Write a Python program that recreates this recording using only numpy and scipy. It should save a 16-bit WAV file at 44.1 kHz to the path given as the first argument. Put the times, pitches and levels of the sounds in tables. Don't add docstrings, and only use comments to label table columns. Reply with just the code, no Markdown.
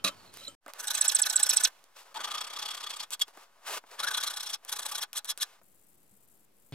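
import sys
import numpy as np
from scipy import signal
from scipy.fft import rfft, irfft
from scipy.io import wavfile

SR = 44100
rng = np.random.default_rng(int(sys.argv[2]) if len(sys.argv) > 2 else 0)


def boost(x):
    u = np.asarray(x, float) / 20
    return 10 ** u


def dump(signal):
    limited = np.clip(np.atleast_2d(signal).T, -1, 1)
    pcm = np.round(limited * 32767).astype(np.int16)
    wavfile.write(sys.argv[1], SR, pcm)


N = 297234
T, HZ = np.arange(N) / SR, np.fft.rfftfreq(N, 1 / SR)
LIFT_MS = 60

# hz, gain_db
ROOM_SPECTRUM = [(18, -44.5), (30, -17), (193, -6.5), (231, -8), (344, -8.5), (376, -9), (547, -12.5),
                 (6000, -30), (7800, -69), (13200, -120)]
# time_s, relative level_db
ROOM_COURSE = [(0, -65.5), (.55, -66.5), (.62, -84.5), (5.6, -81.5), (5.64, -74), (6.72, -74.5)]
# start_s, length_s, change_db
TREBLE_DROPS = [(5.958, 0.0155, -8), (6.261, .014, -15), (6.452, 0.0894, -11)]
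# time_s, pitch_hz, relative level_db
WHISTLE_PATH = [(.13, 4230, -79), (.2, 4400, -67), (.3, 4170, -66), (0.358, 4100, -81), (.39, 3900, -60),
                (.48, 3990, -46.5), (.495, 3710, -88)]
# start_s, level_db, pitch_hz, t60_s
LOW_BUMPS = [(0.045, -37.5, 194, 0.17), (.047, -38.5, 289, 0.15), (0.484, -49.5, 277, 0.056),
             (6.113, -62, 120, 0.084), (6.125, -62, 202, 0.18)]
# start_s, hold_s, dull level_db, bright scratch level_db re dull, fall_db_per_s
RUBS = [(0.098, 0.032, -57.5, -3.5, 300), (0.168, 0.13, -65, -0.5, 604), (0.337, 0.13, -68.5, 13, 204),
        (.69, 0.011, -50, -6, 700), (0.748, 0.078, -56, -4, 600), (1.692, .05, -66.5, 0, 74),
        (1.968, 0.044, -58, 2.5, 300), (2.059, 0.062, -60.5, -5, 600), (3.045, 0.029, -68.5, -4, 102),
        (3.284, 0.0066, -58, 0, 600), (3.339, .02, -63, -3, 300), (3.375, 0.066, -59, -2, 400),
        (3.558, .06, -68.5, -7, 301), (3.636, .02, -57.5, -5, 600), (3.671, 0.11, -42.5, 1, 1497),
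        (3.869, .03, -64.5, 0, 299), (3.915, 0.017, -54, -3, 150), (4.636, 0.045, -61.5, -4, 602),
        (5.448, 0.091, -65, 0.5, 299.5)]
# start_s, relative crack_db, low part_db re crack
TAP_EVENTS = [(0.334, -42.5, -24), (0.34, -31, -20), (0.372, -26.5, -23.5), (0.663, -35, -5),
              (0.681, -29.5, -7), (0.736, -22.5, -28), (1.841, -37, -22), (2.193, -33, -14),
              (3.281, -34, -18), (3.373, -37, -3), (3.839, -54.5, 9.5), (4.6497, -27, -34), (5.615, -54, 1)]
# start_s, relative crack_db, low part_db re crack, scuff drive_db, rise_ms of the next push
LANDING_EVENTS = [(.042, -13.5, -15, -26, 64), (2.1434, -35, -25, -47.5, 27.1),
                  (3.106, -19, -36, -52, 23.7), (3.195, -24.5, -41, -48.5, 8.7),
                  (5.131, -22.5, -33, -56.5, 28), (5.246, -21.5, -36, -50, 26.5),
                  (5.376, -23.5, -26, -54.5, 21)]
# start_s, level_db, extra_db for modes above 4 kHz
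CLINK_EVENTS = [(-.015, -50.5, -16), (.09, -41.5, -14), (.416, -48, -14), (.481, -42.5, 4)]
# pitch_hz, level_db re the clink, t60_s
VICE_MODES = [(568, -2.5, 0.066), (1320, -5.5, 0.12), (3100, -5, 0.17), (4260, -27.5, 0.15),
              (4807, -33, 0.15), (7360, 3, 0.041), (8200, -19, 0.28), (10140, -38.5, 0.5)]
# start_s, bench and frame body_db, its slope_db_per_s,
# fine hiss_db, extra body_db on pulls, extra hiss_db on pulls
FILED_SPOTS = [(0, -5.5, 0.0, -15, 0.0, 0.0), (.6, -9.5, 0.65, -5, 4, 2), (1.9, -2.5, -8, -17, 1, 3),
               (3.08, -13.5, 3, -7.5, 0.0, 0.0), (3.6, 2.5, -15.5, -10, 1.5, 4),
               (4.62, -10.5, 6, -7, 4.5, 4.5), (5.08, -10, -6.5, -4, 0.0, 0.0)]
# top_speed_s, scrape drive_db
STROKE_TIMES = [(0.084, -31.5), (.803, -43.5), (0.843, -46), (.883, -37.5), (0.91, -33), (.955, -32.5),
                (.981, -33), (1.018, -34.5), (1.054, -30.5), (1.098, -32.5), (1.122, -32.5), (1.164, -34.5),
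                (1.193, -30.5), (1.232, -40.5), (1.264, -31.5), (1.304, -35.5), (1.333, -36.5),
                (1.366, -37.5), (1.401, -33.5), (1.436, -32.5), (1.466, -36.5), (1.503, -29.5),
                (1.537, -30.5), (1.575, -31.5), (1.608, -33.5), (1.652, -24.5), (1.676, -45.5),
                (2.174, -43.5), (2.213, -44), (2.247, -32.5), (2.281, -43), (2.316, -36), (2.35, -35.5),
                (2.384, -36), (2.414, -37), (2.447, -40.5), (2.475, -43.5), (2.506, -42.5), (2.537, -43),
                (2.569, -39), (2.595, -37.5), (2.628, -35.5), (2.66, -37), (2.688, -36), (2.713, -36.5),
                (2.75, -39), (2.777, -40), (2.811, -41), (2.839, -39.5), (2.871, -40.5), (2.906, -37),
                (2.941, -39.5), (2.968, -42.5), (3.007, -36), (3.034, -40), (3.139, -36.5), (3.219, -28),
                (4.004, -38), (4.043, -35.5), (4.085, -33.5), (4.114, -37.5), (4.145, -31.5),
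                (4.178, -34.5), (4.212, -34.5), (4.238, -30.5), (4.276, -33), (4.308, -36.5),
                (4.341, -43.5), (4.372, -38), (4.406, -39), (4.434, -38.5), (4.47, -37), (4.501, -37.5),
                (4.544, -32), (4.696, -42), (4.729, -36.5), (4.769, -41), (4.795, -41.5), (4.831, -43.5),
                (4.862, -40.5), (4.896, -39.5), (4.922, -40.5), (4.957, -35.5), (4.984, -41), (5.032, -35),
                (5.181, -34.5), (5.308, -32), (5.427, -30)]
# start_s, end_s, left-right lean_db, share of the side sound that is unrelated (0-1)
STEREO_SETUPS = [(0, 0.576, -2.5, 0.23), (.58, 1.886, -3, 0.7), (1.903, 3.5, 1.6, 0.4),
                 (3.505, 6.792, 2, 0.23)]
# pitch_hz, width_hz, gain_db at the vice, on the foot, on the rim, on the side
FRAME_MODES = [(590, 62, 3.5, -26, -42, -54), (838, 40.4, -27.5, 0.5, 0.5, -0.5),
               (1180, 81, 9, -13, -2, -3.5), (1487, 66, -20, 5.5, -1, 2),
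               (1725, 75, -11, -2.5, -20.5, -8.5), (2614, 76, 8.5, -2.5, -20.5, -10),
               (3349, 109, -6.5, -1.5, 4.5, 5), (3946, 200, 6, 5, -1.5, 6.5),
               (4400, 110, -28.5, -11, -5.5, -6), (5360, 200, -18.5, 5, -1.5, 4),
               (6270, 540, -19.5, -4.5, -26.5, -14), (7880, 400, -21.5, -2, -3.5, -6),
               (10350, 2100, -10, -23, -44, -23.5), (12500, 3500, -23.5, -20, -27, -31)]
# hz, gain_db
SCRAPE_SPECTRUM = [(60, -51.5), (150, -29), (300, -21), (1000, -6.5), (2100, -13), (4000, -7),
                   (7500, -14.5), (11000, -18), (15500, -19)]
# time_s, pitch_hz at top speed, relative level_db re the body drive
TOOTH_HUM = [(2.14, 860, 1.5), (2.191, 875.4, 11.5), (2.205, 1180, -4), (2.42, 1273, 3), (2.499, 1217, -35),
             (3.979, 1080, -6.5), (4.0, 1090, -3.5), (4.078, 1673, 11), (4.18, 1355, -6.5),
             (4.211, 1550, -1), (4.32, 1340, -13)]
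# start_s, hold_ms, peak_db, pitch_hz, relative level_db of the slide down
SQUEAL_EVENTS = [(0.872, 4.5, -28, 8160, -37), (0.95, 3.1, -20.5, 8170, -34), (1.012, 3, -12, 7940, -27),
                 (1.08, 6.5, -14.5, 7900, -24.5), (1.149, 8.7, -14.5, 8060, -26),
                 (1.2182, 8.2, -17, 7990, -25), (1.298, 3.2, -21, 7750, -36),
                 (1.3591, 8.3, -14.5, 7910, -27), (1.4309, 5.3, -11.5, 8020, -35.5),
                 (1.4932, 7.8, -16.5, 7750, -23), (1.57, 1.4, -9, 7900, -25), (1.637, 5.1, -16, 7910, -17)]
# hz, gain_db
SIDE_SPECTRUM = [(60, -21.5), (290, -7.5), (640, -13), (1410, -9.5), (3100, -3), (6820, 0.5), (8100, -3),
                 (15000, 2)]


def curve(times, values, outside):
    return np.interp(T, times, values, outside, outside)


def on_hz(points):
    hz, db = np.transpose(points)
    return boost(np.interp(np.log(HZ + 1), np.log(hz), db))


def band(low_hz, high_hz):
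    return 1 / np.sqrt((1 + (low_hz / (HZ + 1)) ** 8) * (1 + (HZ / high_hz) ** 8))


def through(x, response):
    return irfft(rfft(x) * response, N) / np.sqrt(np.mean(np.abs(response) ** 2))


def drift(rate_hz):
    r = np.exp(-2 * np.pi * rate_hz / SR)
    settle = 20000
    slow = signal.lfilter([1], [1, -2 * r, r * r], rng.standard_normal(N + settle))[settle:]
    return slow / slow.std()


def grit(spread_db, patchy_db, patch_rate_hz):
    size_db = spread_db * np.minimum(rng.exponential(1, N), 4.0)
    clump_db = patchy_db * drift(patch_rate_hz)
    x = rng.standard_normal(N) * boost(size_db + clump_db)
    return x / x.std()


def resonance(x, hz, width_hz):
    r = np.exp(-np.pi * width_hz / SR)
    poles = [1, -2 * r * np.cos(2 * np.pi * hz / SR), r * r]
    return signal.lfilter([(1 - r * r) / 2, 0, (r * r - 1) / 2], poles, x + 1e-18)


def sine(hz):
    return np.sin(np.cumsum(hz) * 2 * np.pi / SR)


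def air():
    noise = rng.standard_normal((5, N))
    room_db = curve(*np.transpose(ROOM_COURSE), -81) - 1.5
    room = boost(room_db) * through(noise[0] + 1.4 * noise[1:3], on_hz(ROOM_SPECTRUM))
    hiss = boost(-76) * through(noise[3:], band(2100, 17000))
    flicker = boost(6.2 * np.tanh(1.8 * drift(200)) - 0.5)
    top = on_hz([(6000, -14), (7500, -3.5), (9500, -6.5), (12000, -3.0), (15500, -6.5)]) * band(6500, 15960)
    level_db = -69.5 + sum(db * (T > s) * (T < s + length) for s, length, db in TREBLE_DROPS)
    lean = boost(9 / 2 * np.array([[1], [-1]]))
    treble = boost(level_db) * (T > 5.62) * flicker * lean * through(rng.standard_normal((2, N)), top)
    return room + hiss + treble


def workshop(x):
    t60_s, tail_db = 0.058, -10.5
    t = T[:SR // 2]
    tail = rng.standard_normal((2, len(t))) * boost(-60 * t / t60_s) * (t > .002)
    tail /= np.sqrt(np.sum(tail ** 2, axis=1, keepdims=True))
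    return boost(tail_db) * irfft(rfft(x) * rfft(tail, N) * band(290, 5000), N)


def whistle():
    s, path_hz, path_db = np.transpose(WHISTLE_PATH)
    level = boost(curve(s, path_db, -120) + 5.6 * drift(120))
    return level * sine(curve(s, path_hz, 3905.0) * (1 + 0.023 * drift(290)))


def mains_hum():
    return boost(-70 + 2.5 * drift(5.2)) * np.sin(2 * np.pi * 99 * T) * (T < .607)


def bumps():
    out = np.zeros(N)
    for s, db, hz, t60 in LOW_BUMPS:
        out += (T >= s) * boost(db - 60 * np.abs(T - s) / t60) * np.sin(2 * np.pi * hz * (T - s))
    return out


def buzz():
    start_s, pitch_hz = 6.7235, 135
    turns = 2 * np.pi * pitch_hz * (T - start_s)
    partials = sum(np.cos(k * turns) / k ** 1.77 for k in range(1, 9))
    rasp = boost(-15.0) * through(rng.standard_normal(N), band(1600, 3900))
    return (T >= start_s) * boost(-38) * (partials + rasp)


def swells(rows, rise_db_per_s):
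    shapes = []
    for s, hold, *_, fall in rows:
        shapes.append(-rise_db_per_s * np.clip(s - T, 0, None) - fall * np.clip(T - s - hold, 0, None))
    return np.array(shapes)


def rustle():
    stir_until_s, stir_db, stir_bright_db = 5.6, -70.5, -5
    grains = np.array([grit(1.2, 1.2, 60), grit(1.2, 1.2, 60)])
    _, _, dull_db, bright_db, _ = np.transpose(RUBS)[:, :, None]
    dull_db = swells(RUBS, 899) + dull_db
    stirring = T < stir_until_s
    dull = np.sqrt(boost(2 * dull_db).sum(axis=0) + stirring * boost(2 * stir_db))
    bright_power = boost(2 * (dull_db + bright_db)).sum(axis=0)
    bright = np.sqrt(bright_power + stirring * boost(2 * (stir_db + stir_bright_db)))
    hump = on_hz([(200, -13), (500, 5.0), (1100, 9.0), (2200, 0.5), (4000, -5.5), (8000, -10.0), (15500, -16.0)])
    rubbing = through(grains * dull, hump * band(250, 1900))
    return rubbing + through(grains * bright, hump * band(2710, 17000))


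def taps():
    crack, thud = np.zeros(N), np.zeros(N)
    for s, crack_db, low_db, *_ in TAP_EVENTS + LANDING_EVENTS:
        after = np.clip(T - s, 0, 1) * 1000 / 6.7
        crack += (T >= s) * boost(crack_db - 5.5 - 60.0 * after ** 0.6)
        thud += (T >= s) * boost(crack_db + low_db - 1.5 - 11.8 * after)
    noise = rng.standard_normal((2, N))
    return through(noise[0] * crack, band(1800, 14000)) + through(noise[1] * thud, band(290, 1600))


def clinks():
    out = np.zeros(N)
    for s, db, treble_db in CLINK_EVENTS:
        for hz, mode_db, t60 in VICE_MODES:
            level_db = db + mode_db + treble_db * (hz > 4000) - 60 * (T - s) / t60
            out += (T >= s) * boost(level_db) * np.sin(2 * np.pi * hz * (T - s))
    return out


def mode_sign(k):
    return (-1) ** (k * (FRAME_MODES[k][1] < 2000))


def body(setup):
    out = on_hz(SCRAPE_SPECTRUM).astype(complex)
    for k, (hz, width, *db) in enumerate(FRAME_MODES):
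        out += mode_sign(k) * boost(db[setup]) / (1 + 2j * (HZ - hz) / width)
    return out * band(120, 15700)


def strokes():
    usual_db, body_follows, hiss_follows = -36, 0.34, .6
    s, db = np.transpose(STROKE_TIMES)
    gap_ms = 1000 * np.diff(s, prepend=-1)
    fresh = gap_ms > LIFT_MS
    count = np.arange(len(s))
    pull = (count - np.maximum.accumulate(count * fresh)) % 2
    quick_rise_ms = 10.45 + .7 * np.clip(gap_ms - 30.4, 0, None)
    rise = np.where(fresh, 17.1, quick_rise_ms)
    land_s, _, _, scuff_db, push_rise = np.transpose(LANDING_EVENTS)
    rise[np.searchsorted(s, land_s)] = push_rise
    s = np.append(s, land_s + .006)
    db = np.append(db, scuff_db)
    rise = np.append(rise, 10.1 + 0 * land_s)
    pull = np.append(pull, 0 * land_s)
    columns = np.transpose(FILED_SPOTS)
    spot = np.searchsorted(columns[0], s) - 1
    start, body_db, body_slope, hiss_db, pull_body_db, pull_hiss_db = columns[:, spot]
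    low = usual_db + body_follows * (db - usual_db) + body_db + body_slope * (s - start) + pull * pull_body_db
    hiss = usual_db + hiss_follows * (db - usual_db) + hiss_db + pull * pull_hiss_db
    return np.array([s, rise, db, low, hiss])[:, np.argsort(s)]


def speed(level_db, depth_db, shape):
    power = np.zeros(N)
    s_top, rises = strokes()[:2]
    falls = np.clip(np.append(800 * np.diff(s_top) - rises[1:], 99), 7.0, 14.0)
    falls[1000 * np.append(np.diff(s_top), 1) > LIFT_MS] = 11.7
    for s, rise, fall, db in zip(s_top, rises, falls, level_db):
        near = slice(max(int((s - .15) * SR), 0), int((s + .15) * SR))
        rising = T[near] < s
        away = np.where(rising, (s - T[near]) / rise, (T[near] - s) / fall) * 1000
        steepness = shape * np.where(rising, 1.39, 1)
        part = boost(2 * (db - depth_db * away ** steepness))
        for landing, *_ in LANDING_EVENTS:
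            part = part * ((T[near] >= landing) | (s < landing))
        power[near] += part
    return np.sqrt(power)


def squeals():
    held, sliding = np.zeros(N), np.zeros(N)
    wobble, catch = drift(320), boost(2.0 * drift(750))
    for s, hold, peak_db, hz, slide_db in SQUEAL_EVENTS:
        near = slice(int((s - .004) * SR), int((s + .05) * SR))
        ms = (T[near] - s) * 1000
        rate = hz * (1 + .1 * np.exp(-np.clip(ms + 1, 0, None) / .9) + .015 * wobble[near])
        edge_db = 7.7 * np.clip(.6 - ms, 0, None) + 3.3 * np.clip(ms - hold + 1.1, 0, None)
        held[near] += boost(peak_db - edge_db) * catch[near] * sine(rate)
        done = (ms - hold) / 15
        rate = hz * np.clip(1 - .6 * done, .35, 1) * (1 + 0.11 * wobble[near])
        swell = boost(slide_db - 16 * (done - .45) ** 2) * catch[near] ** 2
        sliding[near] += swell * sine(rate)
    return held + boost(-9.0) * through(sliding, body(1))


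def tooth_hum():
    low_db = strokes()[3]
    s, path_hz, path_db = np.transpose(TOOTH_HUM)
    slowing = 1 - np.minimum(speed(0 * low_db, 9.0, 2.3), 1)
    hz = curve(s, path_hz, 998.5) * (1 - .18 * slowing + .04 * drift(250))
    level = speed(low_db + 2.6, 24.0, 2.2) * boost(curve(s, path_db, -120))
    return level * (.9 + .45 * np.array([drift(70), drift(70)])) * sine(hz)


def setup_now():
    return np.searchsorted([end for _, end, *_ in STEREO_SETUPS], T)


def filing():
    _, _, scrape_db, low_db, hiss_db = strokes()
    speeds = [speed(low_db, 6.4, 1.63), speed(scrape_db, 16.2, 1.106), speed(hiss_db + 3.5, 15.0, 1.6)]
    edges_hz = [(30, 2540), (2200, 7840), (7000, 13100)]
    setup = setup_now()
    grains = np.array([grit(2.7, 1.78, 230), grit(3.0, 3.0, 310)])
    out = 0
    for swell, (low, high) in zip(speeds, edges_hz):
        responses = [body(k) * band(low, high) for k in range(len(STEREO_SETUPS))]
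        power = np.array([np.mean(np.abs(response) ** 2) for response in responses])
        drive = grains * swell / np.sqrt(power[setup])
        broad = on_hz(SCRAPE_SPECTRUM) * band(low, high) * band(120, 15700)
        out = out + irfft(rfft(drive) * broad, N)
        for k, (hz, width, *db) in enumerate(FRAME_MODES):
            if low <= hz < high:
                gain = boost(np.array(db)[setup] + 3.0 * drift(45))
                out += mode_sign(k) * resonance(drive * gain, hz, width)
    return out + tooth_hum()


def place(alike, unlike):
    turned, apart = irfft(rfft([alike, unlike]) * on_hz(SIDE_SPECTRUM) * [[1j], [1]], N)
    lean_db, share = np.transpose(STEREO_SETUPS)[2:, setup_now()]
    share = np.clip(share, 0, 1)
    side = np.sqrt(1 - share) * turned + np.sqrt(share) * apart
    side += np.tanh(lean_db * np.log(10) / 40) * irfft(rfft(alike) * band(600, 11000), N)
    return alike + side * [[1], [-1]]


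def scene():
    scrape, unlike = filing()
    squeal = squeals()
    soft, soft_unlike = rustle()
    tones = whistle() + mains_hum() + bumps() + buzz()
    alike = scrape + squeal + soft + taps() + clinks() + tones
    sound = place(alike, unlike + soft_unlike) + workshop(alike) + air()
    sound += .15 * squeal * np.array([[-1], [1]])
    sound += -.0005
    silent_from_s, silent_to_s, fade_in_s = 0.551, .607, 0.066
    fade = np.clip((T - silent_to_s) / fade_in_s, 0, 1) ** 1.1
    return sound * np.where(T < silent_from_s, 1, fade)


def roll_off(x):
    return signal.sosfilt(signal.butter(12, 16970, fs=SR, output="sos"), x)


def record(dry):
    mix = signal.sosfilt(signal.cheby2(10, 60, 17000, fs=SR, output="sos"), dry)
    return roll_off(mix)


dry = scene()
out = record(dry)
dump(out)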